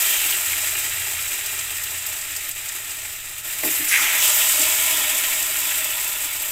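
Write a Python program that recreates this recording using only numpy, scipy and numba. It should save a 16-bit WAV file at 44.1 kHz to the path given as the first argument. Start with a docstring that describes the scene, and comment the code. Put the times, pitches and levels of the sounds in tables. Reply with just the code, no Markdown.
"""A kitchen, a little way from a mono microphone: batter is already frying in the oiled cups of a hot metal
mould, over a low rumble and a distant hum that swells once. Random steam bursts in flurries, filtered by bubble
size, make the sizzle; blisters pop as short rung noise, and among them single drops spit as clusters of clicks.
From 3.4 s new layers of frying set in; a ladle knocks (damped modes), a dollop slaps in, surges flash into steam.
From 4 s the filled front cup rings with its own bubbling, then settles as the frying dies down."""
import sys
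import numpy as np
from scipy import signal
from scipy.fft import rfft, irfft
from scipy.io import wavfile
from numba import njit

SR = 44100
rng = np.random.default_rng(int(sys.argv[2]) if len(sys.argv) > 2 else 0)


def generate_wav(sig):
    """Save sig (samples, or channels by samples) to the path in sys.argv[1] as 16-bit PCM at SR."""
    pcm = np.round(np.clip(np.atleast_2d(sig).T, -1, 1) * 32767).astype(np.int16)
    wavfile.write(sys.argv[1], SR, pcm)


N = 287091
TIME = np.arange(N) / SR


def undb(db):
    """Decibels to amplitude."""
    return 10 ** (np.asarray(db) / 20)


def unit(x):
    """Scale to rms 1."""
    return x / np.sqrt(np.mean(x ** 2))


def add(out, s, sound):
    """Mix a short sound in at s seconds."""
    room = out[int(s * SR):][:len(sound)]
    room += sound[:len(room)]


def envelope(age, attack_s, hold_s, release_s):
    """Straight rise, level until hold_s after the start, then an exponential fall."""
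    rise = np.clip(age / attack_s, 0, 1)
    return rise * np.exp(-np.maximum(age - hold_s, 0) / release_s)


def puff(rise_s, decay_s):
    """Envelope of one small explosion of steam."""
    age = np.arange(SR // 10) / SR
    return (1 - np.exp(-age / rise_s)) * np.exp(-age / decay_s)


def walk(rate):
    """Random wander of rms 1, heading for a new value rate times a second."""
    return unit(np.interp(TIME * rate, np.arange(2048), rng.standard_normal(size=2048)))


def colour(x, points, size=16384):
    """Minimum-phase filter with the given (Hz, dB) outline, falling 20 dB per octave outside it."""
    hz, db = np.transpose(points)
    bins = np.maximum(np.arange(size // 2 + 1) * SR / size, 1)
    octaves_below = np.maximum(np.log2(hz[0] / bins), 0)
    octaves_above = np.maximum(np.log2(bins / hz[-1]), 0)
    outline_db = np.interp(np.log(bins), np.log(hz), db) - 20 * (octaves_below + octaves_above)
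    # folding the cepstrum forward in time makes the filter causal
    cepstrum = irfft(np.log(undb(outline_db)))
    cepstrum[1:size // 2] *= 2
    cepstrum[size // 2 + 1:] = 0
    impulse = irfft(np.exp(rfft(cepstrum)))
    return signal.fftconvolve(x, impulse)[:N]


def ring(x, hz, width_hz):
    """Fixed resonance, gain 1 at the centre."""
    return signal.lfilter(*signal.iirpeak(hz, hz / width_hz, fs=SR), x)


@njit
def resonance(x, hz, width):
    """State-variable band-pass whose centre may move."""
    y, band, low = np.empty(len(x)), 0., 0.
    for i in range(len(x)):
        g, damping = np.tan(np.pi * hz[i] / SR), width / hz[i]
        v = (band + g * (x[i] - low)) / (1 + g * (g + damping))
        band, low, y[i] = 2 * v - band, low + 2 * g * v, damping * v
    return y


def bursts(rate, spread_db):
    """Bubbles bursting at random, rate a second, with sizes spread in dB; rms 1."""
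    chance, size = rng.random(N), rng.standard_normal(N)
    hit = np.flatnonzero(chance < rate / SR)
    out = np.zeros(N)
    out[hit] = (-1.) ** hit * undb(spread_db * np.minimum(size[hit], 2.6))
    return unit(out)


def flurries(rate, rise_s, decay_s):
    """Each drop that meets the oil sets off a flurry of bursts that dies quickly; mean power 1."""
    drops = rng.random(N) < rate / SR
    power = drops * (0.5 + np.minimum(rng.exponential(1, N), 3))
    for lag_s in rise_s, decay_s:
        power = signal.lfilter([1], [1, -np.exp(-1 / (lag_s * SR))], power)
    return power / power.mean()


# low rumble of the surroundings: (f/Hz, relative level/dB per Hz)
RUMBLE_SPECTRUM = [(8, 4.5), (25, 2.5), (40, -3.5), (62, -4), (85, -1.5), (112, -2), (150, -11), (220, -18),
                   (500, -31.5)]
RUMBLE_DB = -51.5
# distant hum: base level of its lower tone, swell on top, time of the peak and half length of the swell
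HUM_DB, HUM_SWELL_DB, HUM_PEAK_S, HUM_SWELL_S = -61, 12, 1.22, 1.2


def surroundings():
    """Low rumble with a two-tone hum of narrow noise bands, which wavers, swells once and recedes."""
    def hum_tone(hz):
        """Noise narrowed to a wavering tone."""
        return unit(colour(rng.standard_normal(N), [(0.873 * hz, -35), (hz, 0), (1.2 * hz, -35)]))

    swell = np.exp(-((TIME - HUM_PEAK_S) / HUM_SWELL_S) ** 2)
    hum = undb(HUM_DB + HUM_SWELL_DB * swell) * (hum_tone(83) + undb(-7) * hum_tone(115))
    rumble = unit(colour(rng.standard_normal(N), RUMBLE_SPECTRUM))
    return hum + undb(RUMBLE_DB) * rumble


# overlapping layers of frying, the first two already fading at the start:
# (t/s, time to rise/s, bubbling level/dB, fine fizz level/dB, finest spray level/dB, fade of fizz and spray/dB per s)
# levels are those before fading, lulls and mixing
FRYING_LAYERS = [(-.1, .05, -31, -24.5, -27, 3), (-.1, .05, -31.5, -25, -22, 15),
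                 (3.442, 0.012, -39, -32.5, -32, 1), (3.628, 0.0078, -37.5, -29, -27, 2.2),
                 (3.84, 0.2, -29, -28, -29, 2.5), (4.2, 0.03, -31, -21, -23, 6),
                 (4.47, 0.017, -48, -25, -36, 34)]
# brief lulls in the frying: (t of the middle/s, half length/s, depth/dB)
FRYING_LULLS = [(2.536, 0.032, 4), (3.197, 0.095, 1.5), (3.423, 0.018, 4.5), (6.385, 0.26, 2.5)]
# the bubbling outlasts the fizz: it fades by only this share as much
BUBBLE_FADE_SHARE = 0.88


def frying_levels():
    """Bubbling, fizz and spray in dB: overlapping layers add in power, each with its own start and fade."""
    power = 1e-9
    for s, rise_s, bubble_db, fizz_db, spray_db, fade_db_per_s in FRYING_LAYERS:
        risen = np.clip((TIME - s) / rise_s, 0, 1)
        fade_db = fade_db_per_s * np.maximum(TIME - s, 0)
        levels_db = [bubble_db - BUBBLE_FADE_SHARE * fade_db, fizz_db - fade_db, spray_db - fade_db]
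        power = power + risen * undb(levels_db) ** 2
    lull_db = sum(db * np.exp(-((TIME - s) / half_s) ** 2) for s, half_s, db in FRYING_LULLS)
    return 10 * np.log10(power) - lull_db


# colours of the bursts in the cups, from the largest bubbles to the finest spray:
# (f/Hz, relative level/dB per Hz)
DEEP_SPECTRUM = [(180, -17), (250, -17.5), (303, -0.5), (345, -6.5), (420, -2), (520, -13.5), (615, 2),
                 (700, -2), (790, -1), (870, -1), (980, 0), (1120, -7.5), (1300, 2), (1700, -18.5)]
BUBBLE_SPECTRUM = [(900, -32.5), (1200, -13), (1400, -5), (1530, -10), (1850, 0), (2030, -3.5),
                   (2220, -1.5), (2400, 0), (2700, 0), (2900, -3), (3400, -5.5), (4000, -5), (4300, -19.5),
                   (5500, -31)]
FIZZ_SPECTRUM = [(3000, -33), (4350, -13.5), (4850, -10), (5600, -11), (6600, -8), (7300, -2), (8000, 0),
                 (8600, -4.5), (9200, -10), (11000, -16.5), (13000, -18)]
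SPRAY_SPECTRUM = [(7000, -29), (9500, -11), (11000, -7), (12200, -7), (13300, -0.5), (14000, -6.5),
                  (14600, -2), (15800, -19)]


def sizzle():
    """Four sizes of bubble; as the frying calms, the even boil breaks up into separate flurries."""
    bubble_db, fizz_db, spray_db = frying_levels()
    sputter = np.clip(np.interp(fizz_db, [-30, -18], [.42, .2]), 0, 1)
    shared = flurries(rate=75, rise_s=.0012, decay_s=.006)

    def crackle(points, rate, spread_db, own_share):
        """Bursts of one size: they follow the common flurries and have some of their own."""
        own = flurries(rate=95, rise_s=0.0014, decay_s=0.0027)
        mixed = shared + own_share * (own - shared)
        power = 1 - sputter + sputter * mixed
        return unit(colour(bursts(rate, spread_db) * np.sqrt(power), points))

    deep = crackle(DEEP_SPECTRUM, rate=3000, spread_db=3.5, own_share=0.18)
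    bubbles = crackle(BUBBLE_SPECTRUM, rate=7000, spread_db=3.0, own_share=0.7)
    fizz = crackle(FIZZ_SPECTRUM, rate=12000, spread_db=2.0, own_share=0.25)
    spray = crackle(SPRAY_SPECTRUM, rate=13000, spread_db=3.0, own_share=0.1)
    # once the front cup is filled it takes over part of the bubbling
    bubble_db = bubble_db + np.interp(TIME, [3.88, 4.1], [3.0, .2])
    boil = (bubbles + undb(-13.5) * deep) * undb(bubble_db)
    return fizz * undb(fizz_db) + spray * undb(spray_db) + boil


def steam(shape, hz, sag, width_hz, rate):
    """A rush of bursts of nearly one size, whose pitch sinks by sag octaves a second, an octave at most."""
    pitch = hz * 2 ** -np.clip(sag * np.arange(len(shape)) / SR, 0, 1)
    rush = bursts(rate, spread_db=2)[:len(shape)]
    for _ in range(2):
        rush = resonance(rush, pitch, float(width_hz))
    return unit(rush) * shape


# surges of batter reaching bare hot metal: (t/s, length/s, bubble pitch f/Hz, steam flash level/dB,
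# hiss centre f/Hz, searing hiss level/dB, oil squirt level/dB)
BATTER_SURGES = [(0, 0.26, 3200, -30.5, 12600, -36, -36), (3.631, 0.22, 2340, -33.5, 12100, -29, -42),
                 (3.877, 0.062, 2200, -17, 10300, -24.5, -26.5),
                 (3.946, 0.038, 1420, -29.5, 10400, -44, -39), (3.986, 0.15, 2270, -24, 10600, -39, -33),
                 (4.18, 0.034, 3250, -24, 14300, -26, -28), (4.342, 0.051, 2940, -27.5, 14200, -22.5, -39)]
# steam follows the hiss after a moment; its bubbles grow, so their pitch sags
FLASH_LAG_S, FLASH_SAG_OCT_PER_S = .025, 0.58
# the first dollop slaps into the cup and falls in pitch as it flattens
PLOP_S, PLOP_HZ, PLOP_DB, PLOP_SAG_OCT_PER_S = 3.624, 590, -33.5, 13


def pour():
    """The batter slaps in; each surge sears on the metal, pushes the oil aside and boils up."""
    out, age = np.zeros(N), np.arange(SR) / SR
    slap = envelope(age, attack_s=0.016, hold_s=.032, release_s=.028)
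    plop = steam(slap, PLOP_HZ, PLOP_SAG_OCT_PER_S, width_hz=640, rate=4500)
    add(out, PLOP_S, undb(PLOP_DB) * plop)
    for s, length_s, bubble_hz, flash_db, hiss_hz, sear_db, squirt_db in BATTER_SURGES:
        sear_shape = envelope(age, attack_s=0.005, hold_s=.5 * length_s, release_s=.08)
        sear = steam(sear_shape, hiss_hz, sag=0, width_hz=4500, rate=21000)
        add(out, s, undb(sear_db) * sear)
        squirt_shape = envelope(age, attack_s=0.0088, hold_s=.5 * length_s, release_s=0.15)
        squirt = steam(squirt_shape, hz=6300, sag=0, width_hz=2900, rate=4500)
        add(out, s, undb(squirt_db) * squirt)
        flash_shape = envelope(age, attack_s=.022, hold_s=length_s, release_s=0.05)
        flash = steam(flash_shape, bubble_hz, FLASH_SAG_OCT_PER_S, width_hz=940, rate=5000)
        add(out, s + FLASH_LAG_S, undb(flash_db) * flash)
    return out


# larger blisters that pop: (t/s, level/dB before the puff envelope, pitch f/Hz)
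BLISTER_POPS = [(0.324, -13.5, 2800), (0.53, -18, 2230), (1.316, -25, 2640), (3.049, -27, 2300),
                (3.6342, -18, 2070), (5.239, -16, 3000), (5.3218, -18, 2170), (5.7093, -20, 2710)]


def pops():
    """A blister opens and rings its small cavity."""
    out, shape = np.zeros(N), puff(rise_s=0.0015, decay_s=0.0063)
    for s, db, hz in BLISTER_POPS:
        cavity = unit(ring(rng.standard_normal(len(shape)), hz, width_hz=320))
        add(out, s, undb(db) * shape * cavity)
    return out


# drops that spit: (t/s, fizz level/dB, finest spray level/dB), both before the puff envelope
SPITTING_DROPS = [(1.459, -16, -25), (1.589, -15.5, -30), (1.767, -22, -21), (1.834, -17, -15),
                  (1.972, -20, -23), (2.062, -16, -16), (2.212, -16.5, -33), (2.362, -15.5, -19),
                  (2.487, -20, -15.5), (2.51, -18, -31), (2.685, -16, -31), (2.906, -19, -31),
                  (4.614, -7, -20), (5.424, -13, -16), (5.842, -13.5, -15), (6.075, -18, -14),
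                  (6.419, -22, -15)]


def spits():
    """A water drop boils off at once in a tight cluster of clicks."""
    fizz, spray, shape = np.zeros(N), np.zeros(N), puff(rise_s=0.0034, decay_s=0.0062)
    for s, fizz_db, spray_db in SPITTING_DROPS:
        add(fizz, s, undb(fizz_db) * shape)
        add(spray, s, undb(spray_db) * shape)
    clicks = bursts(rate=12000, spread_db=2)
    return fizz * unit(colour(clicks, FIZZ_SPECTRUM)) + spray * unit(colour(clicks, SPRAY_SPECTRUM))


# soft knocks of ladle and batter on the mould: (t/s, peak level/dB, contact time/s)
LADLE_KNOCKS = [(3.63, -24, .0003), (3.654, -25, 0.0018), (3.794, -30.5, 0.0026), (4.005, -41, 0.0034),
                (4.587, -31, 0.0022)]
# what the mould on its stove rings with: (f/Hz, relative level/dB, t60/s)
MOULD_MODES = [(157, -18, 0.14), (231, -15, .1), (270, -6, 0.14), (307, -2, 0.22), (359, -10, 0.24),
               (410, -13, 0.19), (496, -5, 0.041), (627, -2.5, 0.15), (730, -8, 0.11), (855, -8, 0.12),
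               (1000, -15, .08)]


def knocks():
    """Dull blows ring the mould; a longer contact leaves only the lowest modes."""
    out, age = np.zeros(N), np.arange(SR // 3) / SR
    for s, db, contact_s in LADLE_KNOCKS:
        thud = 0
        for hz, mode_db, t60 in MOULD_MODES:
            softness = 1 / (1 + (hz * contact_s) ** 4)
            tone = np.sin(2 * np.pi * (hz * age + rng.random()))
            thud = thud + softness * undb(mode_db - 60 * age / t60) * tone
        thud = thud * (1 - np.exp(-age / (0.004 + 5 * contact_s)))
        add(out, s, undb(db) * thud / np.abs(thud).max())
    return out


# resonances of the front cup: (f/Hz, width/Hz, relative level/dB)
CUP_RESONANCES = [(295, 35, -2.5), (638, 36, -4.5), (825, 120, -15.5), (994, 78, -4), (1360, 210, -7),
                  (1846, 93, -5), (2230, 55, 3.5), (2626, 140, 0), (2960, 64, 1.5), (3254, 70, 0.5),
                  (3490, 37, -1), (3730, 100, -11)]
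# the bursts that drive the front cup: (f/Hz, relative level/dB per Hz)
CUP_DRIVE_SPECTRUM = [(230, -10.5), (550, 0), (3900, 1), (4300, -42), (6000, -5)]
# the freshly filled front cup bubbles hard for a while, then settles
FRONT_START_S, FRONT_DB, FRONT_SETTLED_DB = 3.977, -28.5, -33.5
# big bubbles take longest to grow, so the lowest resonance comes in last, full this long after the start
GROWTH_S = 0.88


def front_cup():
    """Bursts ring the filled cup; as they wander over it, its resonances take turns."""
    age = TIME - FRONT_START_S
    boil = undb(FRONT_DB) * envelope(age, attack_s=0.052, hold_s=1.13, release_s=0.22)
    simmer = undb(FRONT_SETTLED_DB) * envelope(age, attack_s=0.11, hold_s=1.94, release_s=1.4)
    drive = colour(bursts(rate=3000, spread_db=3), CUP_DRIVE_SPECTRUM)
    lowest_hz = CUP_RESONANCES[0][0]
    ringing = 0
    for hz, width_hz, db in CUP_RESONANCES:
        grown = np.clip(age / (GROWTH_S * (lowest_hz / hz) ** 2), 0, 1) ** 3
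        wandering = undb(db + 2.1 * walk(rate=34))
        ringing = ringing + grown * wandering * ring(drive, hz, width_hz)
    return np.hypot(boil, simmer) * ringing / ringing[age > 0].std()


def kitchen(x, t60_s, wet_db):
    """The stove top and close walls smear every burst with a short tail."""
    age = np.arange(SR // 2) / SR
    tail = rng.standard_normal(len(age)) * np.exp(-np.log(1000) * age / t60_s) * (age > .002)
    tail *= undb(wet_db) / np.sqrt(np.sum(tail ** 2))
    wet = signal.fftconvolve(x, tail)[:N]
    return (x + wet) / np.sqrt(1 + undb(wet_db) ** 2)


def scene():
    """Frying smeared by the kitchen, with dry knocks and surroundings, the same in both channels."""
    frying = kitchen(sizzle() + pour() + pops() + spits() + front_cup(), t60_s=0.15, wet_db=-10)
    return np.tile(surroundings() + frying + knocks(), (2, 1))


TOP_HZ = 15750


def record(dry):
    """The recorder cuts the top steeply."""
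    return signal.sosfilt(signal.ellip(12, .2, 80, TOP_HZ, fs=SR, output="sos"), dry)


dry = scene()
out = record(dry)
generate_wav(out)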